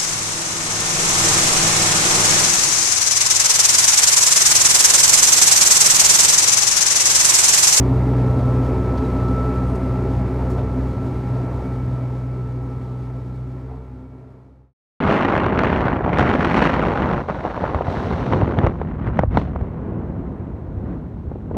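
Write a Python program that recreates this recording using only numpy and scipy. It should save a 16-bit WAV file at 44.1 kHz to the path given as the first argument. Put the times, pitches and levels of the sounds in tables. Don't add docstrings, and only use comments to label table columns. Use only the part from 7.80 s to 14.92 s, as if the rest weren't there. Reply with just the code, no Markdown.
import sys
import numpy as np
from scipy.fft import rfft, irfft, next_fast_len
from scipy.io import wavfile
from scipy.ndimage import map_coordinates

SR = 44100
rng = np.random.default_rng(int(sys.argv[2]) if len(sys.argv) > 2 else 0)


def materialize(psi):
    bounded = np.clip(np.atleast_2d(psi).T, -1, 1)
    quanta = np.round(bounded * 32767).astype(np.int16)
    wavfile.write(sys.argv[1], SR, quanta)


N = 313992
T = np.arange(N) / SR

# pitch in Hz, relative level in dB.
RUMBLE_SHAPE = [(12, -43.5), (25, -24.5), (38, -12.5), (50, -11.5), (75, 2), (95, -2), (115, 2), (150, -5),
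                (175, -7.5), (205, -8.5), (230, -9.5), (290, -53)]
ROAR_SHAPE = [(230, -47.5), (300, -1), (335, -6.5), (375, 2.5), (405, -7), (435, 2.5), (470, -11),
              (510, -4), (560, -8), (650, -6), (740, -12), (830, -9), (940, -10), (1100, -16.5),
              (1380, -17.5), (1650, -46.5)]
FAN_SHAPE = [(1200, -50), (1460, 1), (1700, 0), (2000, -1.5), (2280, -4), (2450, -7), (2750, -8.5),
             (3300, -45.5)]
HISS_SHAPE = [(2300, -48), (2900, -0.5), (4300, -3), (5500, -6.5), (7000, -10), (9000, -12.5),
              (11000, -16.5), (13000, -18), (15400, -26), (19000, -52.5)]
# time in seconds, relative roar and hiss levels in dB.
EFFORT_LEVELS = [(0, -23.5, -52.5), (1.4, -24, -52), (2.05, -26, -54.5), (3.15, -28.5, -56),
                 (3.75, -27.5, -54.5), (4.6, -30.5, -57.5), (5.55, -29, -54.3), (6.2, -29.5, -57.5),
                 (6.65, -27.5, -54)]
# start in seconds, level in dB, length in seconds, pitch in Hz, width in Hz.
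BODY_THUDS = [(2.217, -26, .04, 380, 63), (2.578, -38.5, 0.047, 700, 550), (2.77, -32, 0.035, 590, 536),
              (2.933, -26.5, 0.087, 261, 23), (5.87, -34.5, 0.076, 795, 400)]
RATTLES_AND_SIZZLE = [(1.172, -49.5, 0.013, 3880, 3000), (1.243, -49, 0.0085, 3890, 150),
                      (1.48, -51, 0.0071, 4200, 3000), (1.83, -67.5, 0.14, 8850, 700),
                      (1.95, -54, 0.011, 6400, 5500), (2.695, -54.5, .028, 5430, 8000)]
# pitch as a multiple of the tooth rate, level in dB at average effort.
GEARBOX_TONES = [(10.86, -54.5), (13.2, -50), (19.3, -56), (20.3, -57), (20.5, -65), (22.1, -61)]
SHAFT_TONES = [(1.578, -34.5), (3.367, -44), (4, -36.5), (4.141, -36.5), (4.3, -37.5), (5, -45.5),
               (6, -39.5), (7, -44), (8, -49), (8.284, -49)]
# start in seconds, level in dB, length in seconds, multiple of the tooth rate.
TONE_SWELLS = [(5.808, -32, 0.17, 7), (5.8, -32, 0.22, 3), (6.09, -28, .25, 4), (6.55, -39, 0.17, 6)]
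# time in seconds, relative level in dB.
WHINE_LEVELS = [(0, -45.3), (1.2, -36.2), (1.35, -36.9), (1.6, -29.8), (1.95, -39.9), (2.13, -39.1),
                (2.27, -44.6), (3.55, -43.2), (3.72, -46.4), (3.95, -39.4), (4.15, -44.0), (5.3, -43.1),
                (5.9, -49.0), (6.35, -46.6), (6.8, -51.7)]
HUM_LEVELS = [(0, -18.5), (0.6, -23.0), (1.7, -20.7), (3, -23.3), (3.55, -29.9), (3.8, -22.9), (4.2, -27.0),
              (4.9, -26.8), (6.05, -21.8), (6.5, -29.1), (6.8, -20.8)]
OCTAVE_LEVELS = [(0, -15.5), (0.4, -14.7), (0.82, -16.6), (0.97, -21.9), (1.9, -20.8), (2.45, -21.1),
                 (2.75, -24.0), (3.2, -23.6), (3.6, -18.5), (3.8, -24.8), (4.1, -17.2), (5, -19.8),
                 (5.7, -17.6), (6.05, -23.7), (6.8, -21.4)]
# time in seconds, rack teeth met per second.
TOOTH_RATE = [(0, 62.52), (1.3, 61.68), (2.1, 62.33), (3.3, 62.5), (5.1, 62.0), (5.9, 63.25), (6.8, 64.1)]


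def amp(db):
    return 10 ** (np.asarray(db) / 20)


def unit(x):
    return x / np.sqrt(np.mean(x ** 2) + 1e-20)


def curves(rows):
    times, *columns = np.transpose(rows)
    return [np.interp(T, times, column) for column in columns]


def wobble(rate):
    return map_coordinates(rng.standard_normal(int(N * rate / SR) + 4), [T * rate])


def burst(start, length):
    age = np.maximum(T - start, 0) / length
    return 2 * age * np.exp(1 - 2 * age)


def filtered(x, response):
    size = next_fast_len(N + SR // 2)
    hz = np.fft.rfftfreq(size, 1 / SR)
    return irfft(rfft(x, size) * response(hz), size)[..., :N]


def coloured(noise, shape):
    pitches, db = np.transpose(shape)
    gain = lambda hz: amp(np.interp(np.log(hz + 1), np.log(pitches), db, left=-120, right=-120))
    return unit(filtered(noise, gain))


def ringing(centre_hz, width_hz):
    resonance = lambda hz: 1j * hz * width_hz / (centre_hz ** 2 - hz ** 2 + 1j * hz * width_hz)
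    return unit(filtered(rng.standard_normal(N), lambda hz: resonance(hz) ** 2))


def tooth_noise(phase, depth):
    return rng.standard_normal(N) * np.exp(depth * np.cos(phase))


def tone(phase, rough, rate):
    shake = 1 + rough * (wobble(rate) + 1j * wobble(rate))
    steady = np.exp(1j * (phase + rng.uniform(0, 2 * np.pi)))
    return unit(np.real(shake * steady))


def floor_rumble(effort_db):
    level_db = -30 + .8 * effort_db + wobble(9.8)
    return amp(level_db) * coloured(rng.standard_normal(N), RUMBLE_SHAPE)


def rolling_noise(phase, roar_db, hiss_db, effort_db):
    roar = coloured(tooth_noise(phase, depth=.077), ROAR_SHAPE)
    roar *= amp(-5 + roar_db + .8 * wobble(12))
    fan = coloured(tooth_noise(phase, depth=.088), FAN_SHAPE)
    fan *= amp(-50 + .87 * effort_db + .61 * wobble(12))
    hiss = coloured(tooth_noise(phase, depth=.08), HISS_SHAPE)
    hiss *= amp(-3 + hiss_db + .69 * wobble(25))
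    shared_waver = amp(.37 * wobble(7.6))
    return shared_waver * (roar + fan + hiss)


def wheel_ring():
    level_db = -62.5 + 4.5 * burst(start=3.8, length=.4)
    return amp(level_db) * ringing(centre_hz=2256, width_hz=19)


def cab_boom(effort_db):
    return amp(-35.5 + 1.4 * effort_db) * ringing(centre_hz=268.9, width_hz=37)


def short_noises(rows):
    return sum(amp(db) * burst(start, length) * ringing(centre_hz, width_hz)
               for start, db, length, centre_hz, width_hz in rows)


def drive_tones(phase, effort_db):
    shafts = sum(amp(db) * tone(multiple * phase, rough=.3, rate=9) for multiple, db in SHAFT_TONES)
    gearbox = sum(amp(db) * tone(multiple * phase, rough=.68, rate=10) for multiple, db in GEARBOX_TONES)
    return amp(effort_db) * shafts + amp(.49 * effort_db) * gearbox


def swelling_tones(phase):
    return sum(amp(db) * burst(start, length) * tone(multiple * phase, rough=.14, rate=6.3)
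               for start, db, length, multiple in TONE_SWELLS)


def gear_whine(phase):
    level_db, = curves(WHINE_LEVELS)
    return amp(level_db - 2.2 + .7 * wobble(7)) * tone(21.3 * phase, rough=.16, rate=27)


def cogwheel_hum(phase, effort_db):
    hum_db, = curves(HUM_LEVELS)
    octave_db, = curves(OCTAVE_LEVELS)
    lowest = amp(hum_db - 2.9 + .7 * wobble(7)) * tone(phase, rough=.06, rate=14)
    octave = amp(octave_db - 2.94 + .6 * wobble(7)) * tone(2 * phase, rough=.1, rate=16)
    third = amp(-35.5 + .5 * effort_db) * tone(3 * phase, rough=.49, rate=10)
    return lowest + octave + third


def scene():
    tooth_hz, = curves(TOOTH_RATE)
    phase = 2 * np.pi * np.cumsum(tooth_hz) / SR
    roar_db, hiss_db = curves(EFFORT_LEVELS)
    effort_db = roar_db - roar_db.mean()
    tones = cogwheel_hum(phase, effort_db) + drive_tones(phase, effort_db)
    tones += swelling_tones(phase) + gear_whine(phase)
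    rings = cab_boom(effort_db) + wheel_ring()
    events = short_noises(BODY_THUDS) + short_noises(RATTLES_AND_SIZZLE)
    background = floor_rumble(effort_db) + rolling_noise(phase, roar_db, hiss_db, effort_db)
    cab = background + rings + events + tones
    return np.array([cab, cab])


def record(dry):
    fade_from_s, fade_to_s, top_hz = 3.035, 6.935, 15750
    fade = np.clip((fade_to_s - T) / (fade_to_s - fade_from_s), 0, 1)
    return filtered(dry * fade, lambda hz: hz < top_hz)


dry = scene()
out = record(dry)
materialize(out)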